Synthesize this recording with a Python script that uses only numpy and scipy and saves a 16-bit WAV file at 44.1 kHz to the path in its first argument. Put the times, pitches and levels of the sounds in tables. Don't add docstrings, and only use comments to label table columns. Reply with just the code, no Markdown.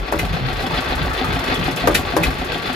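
import sys
import numpy as np
from scipy import signal
from scipy.fft import rfft, irfft
from scipy.io import wavfile

SR = 44100
rng = np.random.default_rng(int(sys.argv[2]) if len(sys.argv) > 2 else 0)


def dump(signal):
    limited = np.clip(np.atleast_2d(signal).T, -1, 1)
    pcm = np.round(limited * 32767).astype(np.int16)
    wavfile.write(sys.argv[1], SR, pcm)


N = 121275
TIME_S = np.arange(N) / SR
FREQ_HZ = np.maximum(np.arange(N // 2 + 1) * SR / N, 1)

# time_s, level_db
DEEP_LEVEL = [(0.0, -23), (0.03, -34), (0.08, -36), (0.24, -23.5), (0.39, -26), (0.47, -26), (0.58, -25),
              (0.66, -34), (0.78, -21.5), (0.8, -32), (0.9, -31.5), (0.95, -23.5), (1.07, -25), (1.26, -28),
              (1.39, -25), (1.42, -37), (1.51, -23), (1.54, -30.5), (1.65, -29.5), (1.78, -45), (1.9, -22),
              (2.14, -30), (2.25, -28), (2.27, -23), (2.38, -31), (2.75, -35.5)]
# time_s, level_db
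BOOM_LEVEL = [(0.0, -37), (0.13, -45), (0.16, -27), (0.47, -26.5), (0.59, -44), (0.63, -27), (0.98, -34.5),
              (1.0, -24), (1.16, -43), (1.29, -22.5), (1.55, -35), (1.6, -22), (1.78, -30), (1.92, -21.5),
              (2.1, -38), (2.21, -23.5), (2.33, -30.5), (2.75, -32)]
# freq_hz, density_db
DEEP_COLOUR = [(15, -34), (31, -22), (40, -1), (55, -3), (80, -4.5), (110, -10.5), (160, -16), (400, -59)]
BOOM_COLOUR = [(50, -43), (100, -6), (125, -5), (165, -2.5), (205, -10.5), (300, -18), (800, -59)]
# centre_s, pitch_hz, half_length_s (to 1/e), level_db
THROBS = [(0.022, 44, 0.032, -19.5), (0.192, 68, 0.017, -21.5), (.312, 48, 0.054, -22),
          (.32, 103, 0.02, -20.5), (0.345, 165, 0.012, -22), (0.447, 132, 0.025, -19),
          (0.732, 162, 0.018, -24.5), (1.006, 158, .022, -20), (1.069, 61, 0.057, -21),
          (1.606, 166, .03, -20.5), (1.998, 66, 0.017, -17.5), (2.218, 163, .024, -21),
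          (2.275, 60, 0.019, -15.5)]
# freq_hz, density_db
MIDRANGE_COLOUR = [(300, -30), (750, -2), (1000, -3.5), (1300, 0), (1900, -5.5), (4000, -36)]
# time_s, level_db
MIDRANGE_LEVEL = [(0, -47), (.55, -39), (.75, -34), (1.0, -31), (1.35, -32.5), (1.75, -39), (2.75, -41)]
# time_s, level_db
RUNNING_LEVEL = [(0, -2), (.1, -1), (.3, -2.5), (.55, -1), (.78, -1), (.95, 2), (1.1, -1), (1.3, 1.5),
                 (1.58, 2.5), (1.73, 0), (1.9, 0.5), (2.1, -0.5), (2.4, 0), (2.75, -3)]
# freq_hz, density_db
CLATTER_COLOUR = [(100, -14.5), (400, 1), (900, -1), (1500, 0.5), (2200, -2), (3000, -3.5), (4300, -3),
                  (5300, -18.5), (6500, -24), (8500, -27), (12000, -29), (16000, -68)]
DRONE_COLOUR = [(60, -31), (130, -2), (220, -5), (400, 3.5), (620, -4.5), (900, -4), (1400, -6.5),
                (2500, -11.5), (5000, -23.5), (16000, -59)]
# freq_hz, width_hz, gain_db
BLOCK = [(263.3, 17, 5), (308, 12, -15), (494, 71, -9), (767, 85, -0.5), (869, 28, -6), (1139, 20, 6.5),
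         (1374, 24, -7.5), (1559, 35, 2.5), (1757, 12, 2.5), (1916, 13, 3.5), (2094, 10, 1.5),
         (2545, 200, -2), (3175, 13, 5), (3469, 22, 3.5), (4740, 41, 2), (5310, 29, 9), (7340, 23, 0)]
# start_s, thump_db, injector_db, valve_db, tappet_db, swell_db
CYCLES = [(-.047, -21, -1, -13, -11, -12), (.092, -16, 2, -2, -3, -3.5), (.228, -7, -0.5, -8, -4.5, -2),
          (.365, -10, -10, -14, -6, 0.5), (.499, -10, -0.5, -3, 0, 1), (.638, -6, 2, -3, -3, 0),
          (.781, -5, 1.5, -0.5, -3, 4.5), (.920, -2.5, 3, -10, -1, 0), (1.066, -5.5, -1.5, 3, -4, -1),
          (1.212, -1, 5.5, -5, 1, 1.5), (1.366, -3.5, 4, 4.5, -2.5, -2.5), (1.519, -4.5, 8, -1, 1.5, 1),
          (1.679, -1.5, 4, 9, -2.5, 1.5), (1.838, -1.5, -1, 3, 7, -1), (1.989, -5, -7, -4, -6, -0.5),
          (2.136, -6, 1, -1, 0, -2.5), (2.279, -3.5, 1, -2, -3, 1.5), (2.415, -4.5, 0, -15, -1.5, -2.5),
          (2.553, -8, -4, -1, -2, 2.5), (2.696, -4, 1, -2, 0, 0.5), (2.838, -4, -2, -4, -2, 19)]
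# cycle_share, level_db
TAPPETS = [(.73, 1.5), (.88, -2), (.99, -5.5)]
# freq_hz, density_db
TICK_COLOUR = [(300, -21), (1500, 2), (3500, 1.5), (5500, -2.5), (7000, -1.5), (8600, -0.5), (10500, -1.5),
               (13000, -5), (16000, -24)]
THUD_COLOUR = [(40, -28), (130, -18), (300, -2), (600, 0.5), (1000, -1.5), (1600, -7), (2500, -17.5),
               (5000, -52), (16000, -53)]
CLACK_COLOUR = [(200, 0), (900, -5), (1600, 3.5), (2600, 2), (4000, -5.5), (5500, -4.5), (7500, -12),
                (8700, -6), (10500, -9), (13000, -14), (16000, -38)]
SCRAPE_COLOUR = [(2000, -27), (7000, 4), (11000, 5), (13500, 1), (16000, -14)]
# start_s, level_db, loudest_hz
CLANKS = [(.658, -3.5, 3080), (.709, 1, 940), (.738, 0.5, 1350), (.774, -1, 3380), (.905, -3, 1760),
          (0.975, -1, 1230), (1.109, 0.5, 1350), (1.243, 3, 1245), (1.551, 2.5, 3400), (1.627, -1.5, 2900),
          (1.771, 1, 2590)]
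# knock_s, knock_db, knock_loudest_hz, crack_db, clack_s, clack_db, clack_loudest_hz
FIRINGS = [(.1228, -4.5, 426, -10, .191, -10.5, 1990), (1.872, 1, 700, 0.5, 1.9475, -1.5, 2670),
           (2.165, -3, 620, -2, 2.2338, -7.5, 2340)]
# pitch_hz, level_db, t60_s
THUMP_MODES = [(164, -7.5, 0.068), (260.7, 3, 0.14), (390, -11, 0.099), (550, -12, 0.055), (730, 6, 0.087),
               (765, -2, 0.045), (840, -7, 0.12), (1120, -23.5, 0.17)]
CLANK_MODES = [(881, 2, .15), (954, -1.5, .1), (1236, -1.5, .12), (1350, -3, 0.16), (1758, 3, 0.2),
               (2580, -1, 0.11), (2930, -4, 0.11), (3150, -5, 0.12), (3420, 1, 0.12)]
KNOCK_MODES = [(414, -5, 0.11), (509, -1, 0.15), (581, -5.5, 0.27), (770, -20, 0.022), (838, -8.5, 0.097),
               (910, -7, .09), (985, -6.5, 0.11), (1144, -2, 0.12), (1237, -10.5, 0.24), (1560, -3.5, 0.2),
               (1820, -17, .15), (2150, -21, .17)]
TAIL_MODES = [(319, 4, .17), (370, -3, 0.11), (450, -18, 0.073), (576, -16, 0.11)]
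CLACK_MODES = [(1510, -9, .12), (1845, -4, 0.091), (2066, 1, 0.11), (2386, 3, 0.091), (2575, 3.5, 0.11),
               (2940, -5, 0.15), (3020, -8, 0.091), (3730, -2.5, .11), (4000, -4, 0.17), (5280, -7.5, .1),
               (7330, 1, 0.15)]
# freq_hz, likeness (0-1), left_lead_rad, left_minus_right_db
PORTS = [(39.8, 0.95, 0, -0.5), (150, 1, -0.85, 1.4), (328, 0.92, 0.02, 1.4), (690, 0.61, 0.48, 1),
         (1410, 0.2, 1.22, 3), (2640, 0.3, 0.33, 0.7), (5030, 0.46, 0.56, 5.5), (6900, 0.43, 1.25, 0),
         (7650, 0.83, 4, 2.5), (10050, 1, 2, -2.5), (11200, 0.57, 1.9, 2.5), (12800, 1, -1.5, -1),
         (16000, 1, 1.5, 2)]

DEEP_DB, BOOM_DB = -1.5, -2.5
DRONE_DB, IMPACTS_PER_S, IMPACT_SCATTER_DB = -26.5, 1100, 3.5
CLATTER_DB, SWELL_DB, SWELL_AT_SHARE = -27, 3, 0.86
BAY_RISE_S, BAY_T60_S, BAY_RIPPLE = 0.0017, 0.05, 0.59
TICK_DB, TICK_SCATTER_DB, TICK_RISE_S, TICK_T60_S, TICK_JITTER_S = -35, 1, 0.0023, 0.16, 0.0029
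INJECTOR_AT_SHARE, VALVE_AT_SHARE = 0.18, 0.46
STRIKE_RISE_S = .0015
CLANK_DB = -21.5
CLANK_FALL_DB_PER_OCT, KNOCK_FALL_DB_PER_OCT, CLACK_FALL_DB_PER_OCT = 21, 3, 10
THUMP_SPREAD, KNOCK_SPREAD = 0.4, 0.87
THUMP_DB, THUMP_RISE_S, THUMP_DETUNE = -16.5, 0.0037, .022
THUMP_THUD_DB, THUMP_THUD_T60_S = -27, 0.066
SHAKE_HZ, SHAKE_DB, SHAKE_T60_S, SHAKE_RISE_S, SHAKE_LEAD_S = 48, -18, 0.19, 0.012, 0.024
KNOCK_DB, TAIL_DB, TAIL_RISE_S = -8.8, -9.5, 0.033
KNOCK_THUD_DB, KNOCK_THUD_T60_S, CRACK_DB, CRACK_T60_S = -11, .16, -17.5, .08
CLACK_RING_DB, CLACK_NOISE_DB, CLACK_RISE_S, CLACK_T60_S = -9.5, -10.5, .004, .09
SCRAPE_DB, SCRAPE_LEAD_S, SCRAPE_T60_S = -20.5, 0.0037, 0.19
TOP_HZ = 15800


def undb(db):
    return 10 ** (np.asarray(db) / 20)


def unit(x):
    return x / np.sqrt(np.mean(x ** 2))


def curve(table, axis=1):
    rows = np.array(table)
    return np.interp(TIME_S, rows[:, 0], rows[:, axis])


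def across(table, axis=1):
    rows = np.array(table)
    return np.interp(np.log(FREQ_HZ), np.log(rows[:, 0]), rows[:, axis])


def white(channels=3):
    return rng.standard_normal((channels, N))


def colour(x, spectrum, resonances=()):
    ringing = 1
    for hz, width_hz, db in resonances:
        ringing = ringing + undb(db) / (1 + 2j * (FREQ_HZ - hz) / width_hz)
    return unit(irfft(rfft(x) * undb(across(spectrum)) * ringing, N))


def blow(start_s, rise_s, t60_s):
    age_s = np.maximum(TIME_S - start_s, 0)
    decay = np.exp(-np.log(1000) * np.maximum(age_s - rise_s, 0) / t60_s)
    return np.minimum(age_s / rise_s, 1) * decay


def blows_envelope(blows, rise_s, t60_s):
    return sum(undb(db) * blow(start_s, rise_s, t60_s) for start_s, db in blows)


def ring(blows, modes, rise_s, spread=1, detune=0.0074, channels=3):
    out = np.zeros((channels, N + 2 * SR))
    age_s = np.arange(SR // 3) / SR
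    for start_s, level_db in blows:
        at = SR + int(start_s * SR)
        for hz, db, t60_s in modes:
            pitch_hz = hz * (1 + detune * rng.standard_normal())
            turns = pitch_hz * age_s + rng.random((channels, 1))
            fade = np.minimum(age_s / rise_s, 1) * np.exp(-np.log(1000) * age_s / t60_s)
            out[:, at:at + len(age_s)] += undb(level_db + db) * fade * np.sin(2 * np.pi * turns)
    return out[:, SR:SR + N] * np.array([[1], [spread], [spread]])


def strike(start_s, level_db, loudest_hz, modes, fall_db_per_oct):
    near = []
    for hz, db, t60_s in modes:
        octaves = abs(np.log2(hz / loudest_hz))
        near.append((hz, db - fall_db_per_oct * octaves, t60_s))
    return ring([(start_s, level_db)], near, STRIKE_RISE_S, KNOCK_SPREAD)


def bay(x):
    echoes = rfft(white() * blow(0, BAY_RISE_S, BAY_T60_S))
    return irfft(rfft(x) * echoes / np.abs(echoes) ** (1 - BAY_RIPPLE), N)


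def impacts():
    hit = rng.random(N) < IMPACTS_PER_S / SR
    return white() * hit * undb(IMPACT_SCATTER_DB * rng.standard_normal(N))


def rumble():
    deep = undb(DEEP_DB + curve(DEEP_LEVEL)) * colour(white(), DEEP_COLOUR)
    boom = undb(BOOM_DB + curve(BOOM_LEVEL)) * colour(white(), BOOM_COLOUR)
    return deep + boom


def throbs():
    out = 0
    for centre_s, hz, half_length_s, db in THROBS:
        bell = np.exp(-((TIME_S - centre_s) / half_length_s) ** 2)
        tone = np.sin(2 * np.pi * (hz * TIME_S + rng.random((3, 1))))
        out = out + undb(db) * bell * tone
    return out


def midrange():
    return undb(curve(MIDRANGE_LEVEL)) * colour(bay(impacts()), MIDRANGE_COLOUR)


def clatter():
    phase = np.interp(TIME_S, np.array(CYCLES)[:, 0], np.arange(len(CYCLES)))
    swell_db = SWELL_DB * np.cos(2 * np.pi * (phase - SWELL_AT_SHARE)) + curve(CYCLES, axis=5)
    gears = undb(CLATTER_DB) * colour(bay(impacts()) * undb(swell_db), CLATTER_COLOUR, BLOCK)
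    drone = undb(DRONE_DB) * colour(bay(impacts()), DRONE_COLOUR, BLOCK)
    return (gears + drone) * undb(curve(RUNNING_LEVEL))


def clanks():
    return undb(CLANK_DB) * sum(strike(*row, CLANK_MODES, CLANK_FALL_DB_PER_OCT) for row in CLANKS)


def ticks():
    power = 0
    for (start_s, _, injector_db, valve_db, tappet_db, _), (end_s, *_) in zip(CYCLES, CYCLES[1:]):
        events = [(INJECTOR_AT_SHARE, injector_db), (VALVE_AT_SHARE, valve_db)]
        events += [(share, tappet_db + own_db) for share, own_db in TAPPETS]
        for share, db in events:
            late, strong = rng.standard_normal(2)
            when_s = start_s + share * (end_s - start_s) + TICK_JITTER_S * late
            level = undb(db + TICK_SCATTER_DB * strong)
            power = power + (level * blow(when_s, TICK_RISE_S, TICK_T60_S)) ** 2
    return undb(TICK_DB) * np.sqrt(power) * colour(bay(white()), TICK_COLOUR, BLOCK)


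def thumps():
    blows = [row[:2] for row in CYCLES]
    early = [(start_s - SHAKE_LEAD_S, db) for start_s, db in blows]
    shake = ring(early, [(SHAKE_HZ, SHAKE_DB, SHAKE_T60_S)], SHAKE_RISE_S)
    body = undb(THUMP_DB) * ring(blows, THUMP_MODES, THUMP_RISE_S, THUMP_SPREAD, THUMP_DETUNE)
    envelope = blows_envelope(blows, THUMP_RISE_S, THUMP_THUD_T60_S)
    thud = undb(THUMP_THUD_DB) * envelope * colour(white(), THUD_COLOUR)
    return shake + body + thud


def knocks():
    blows = [row[:2] for row in FIRINGS]
    cracks = [(row[0], row[3]) for row in FIRINGS]
    tail = undb(TAIL_DB) * ring(blows, TAIL_MODES, TAIL_RISE_S, THUMP_SPREAD)
    body = undb(KNOCK_DB) * sum(strike(*row[:3], KNOCK_MODES, KNOCK_FALL_DB_PER_OCT) for row in FIRINGS)
    thud_envelope = undb(KNOCK_THUD_DB) * blows_envelope(blows, STRIKE_RISE_S, KNOCK_THUD_T60_S)
    thud = thud_envelope * colour(white(), THUD_COLOUR)
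    crack_envelope = undb(CRACK_DB) * blows_envelope(cracks, STRIKE_RISE_S, CRACK_T60_S)
    crack = crack_envelope * colour(white(), TICK_COLOUR)
    return crack + thud + body + tail


def clacks():
    blows = [row[4:6] for row in FIRINGS]
    early = [(start_s - SCRAPE_LEAD_S, db) for start_s, db in blows]
    burst_envelope = undb(CLACK_NOISE_DB) * blows_envelope(blows, CLACK_RISE_S, CLACK_T60_S)
    burst = burst_envelope * colour(bay(white()), CLACK_COLOUR)
    scrape_envelope = undb(SCRAPE_DB) * blows_envelope(early, STRIKE_RISE_S, SCRAPE_T60_S)
    scrape = scrape_envelope * colour(white(), SCRAPE_COLOUR)
    ringing = sum(strike(*row[-3:], CLACK_MODES, CLACK_FALL_DB_PER_OCT) for row in FIRINGS)
    return scrape + burst + undb(CLACK_RING_DB) * ringing


def scene():
    engine = clatter() + midrange() + thumps() + ticks() + clanks()
    paths = rfft(engine + throbs() + knocks() + clacks() + rumble())
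    likeness = np.clip(across(PORTS), 0, 1)
    sides = np.array([[1], [-1]])
    shared = np.sqrt(likeness) * paths[0] * np.exp(.5j * sides * across(PORTS, axis=2))
    unshared = np.sqrt(1 - likeness) * paths[1:]
    return irfft((shared + unshared) * undb(sides * across(PORTS, axis=3) / 2), N)


def record(dry):
    low_pass = signal.ellip(10, .2, 80, TOP_HZ, fs=SR, output="sos")
    return signal.sosfilt(low_pass, np.clip(dry, -.96, .96))


dry = scene()
out = record(dry)
dump(out)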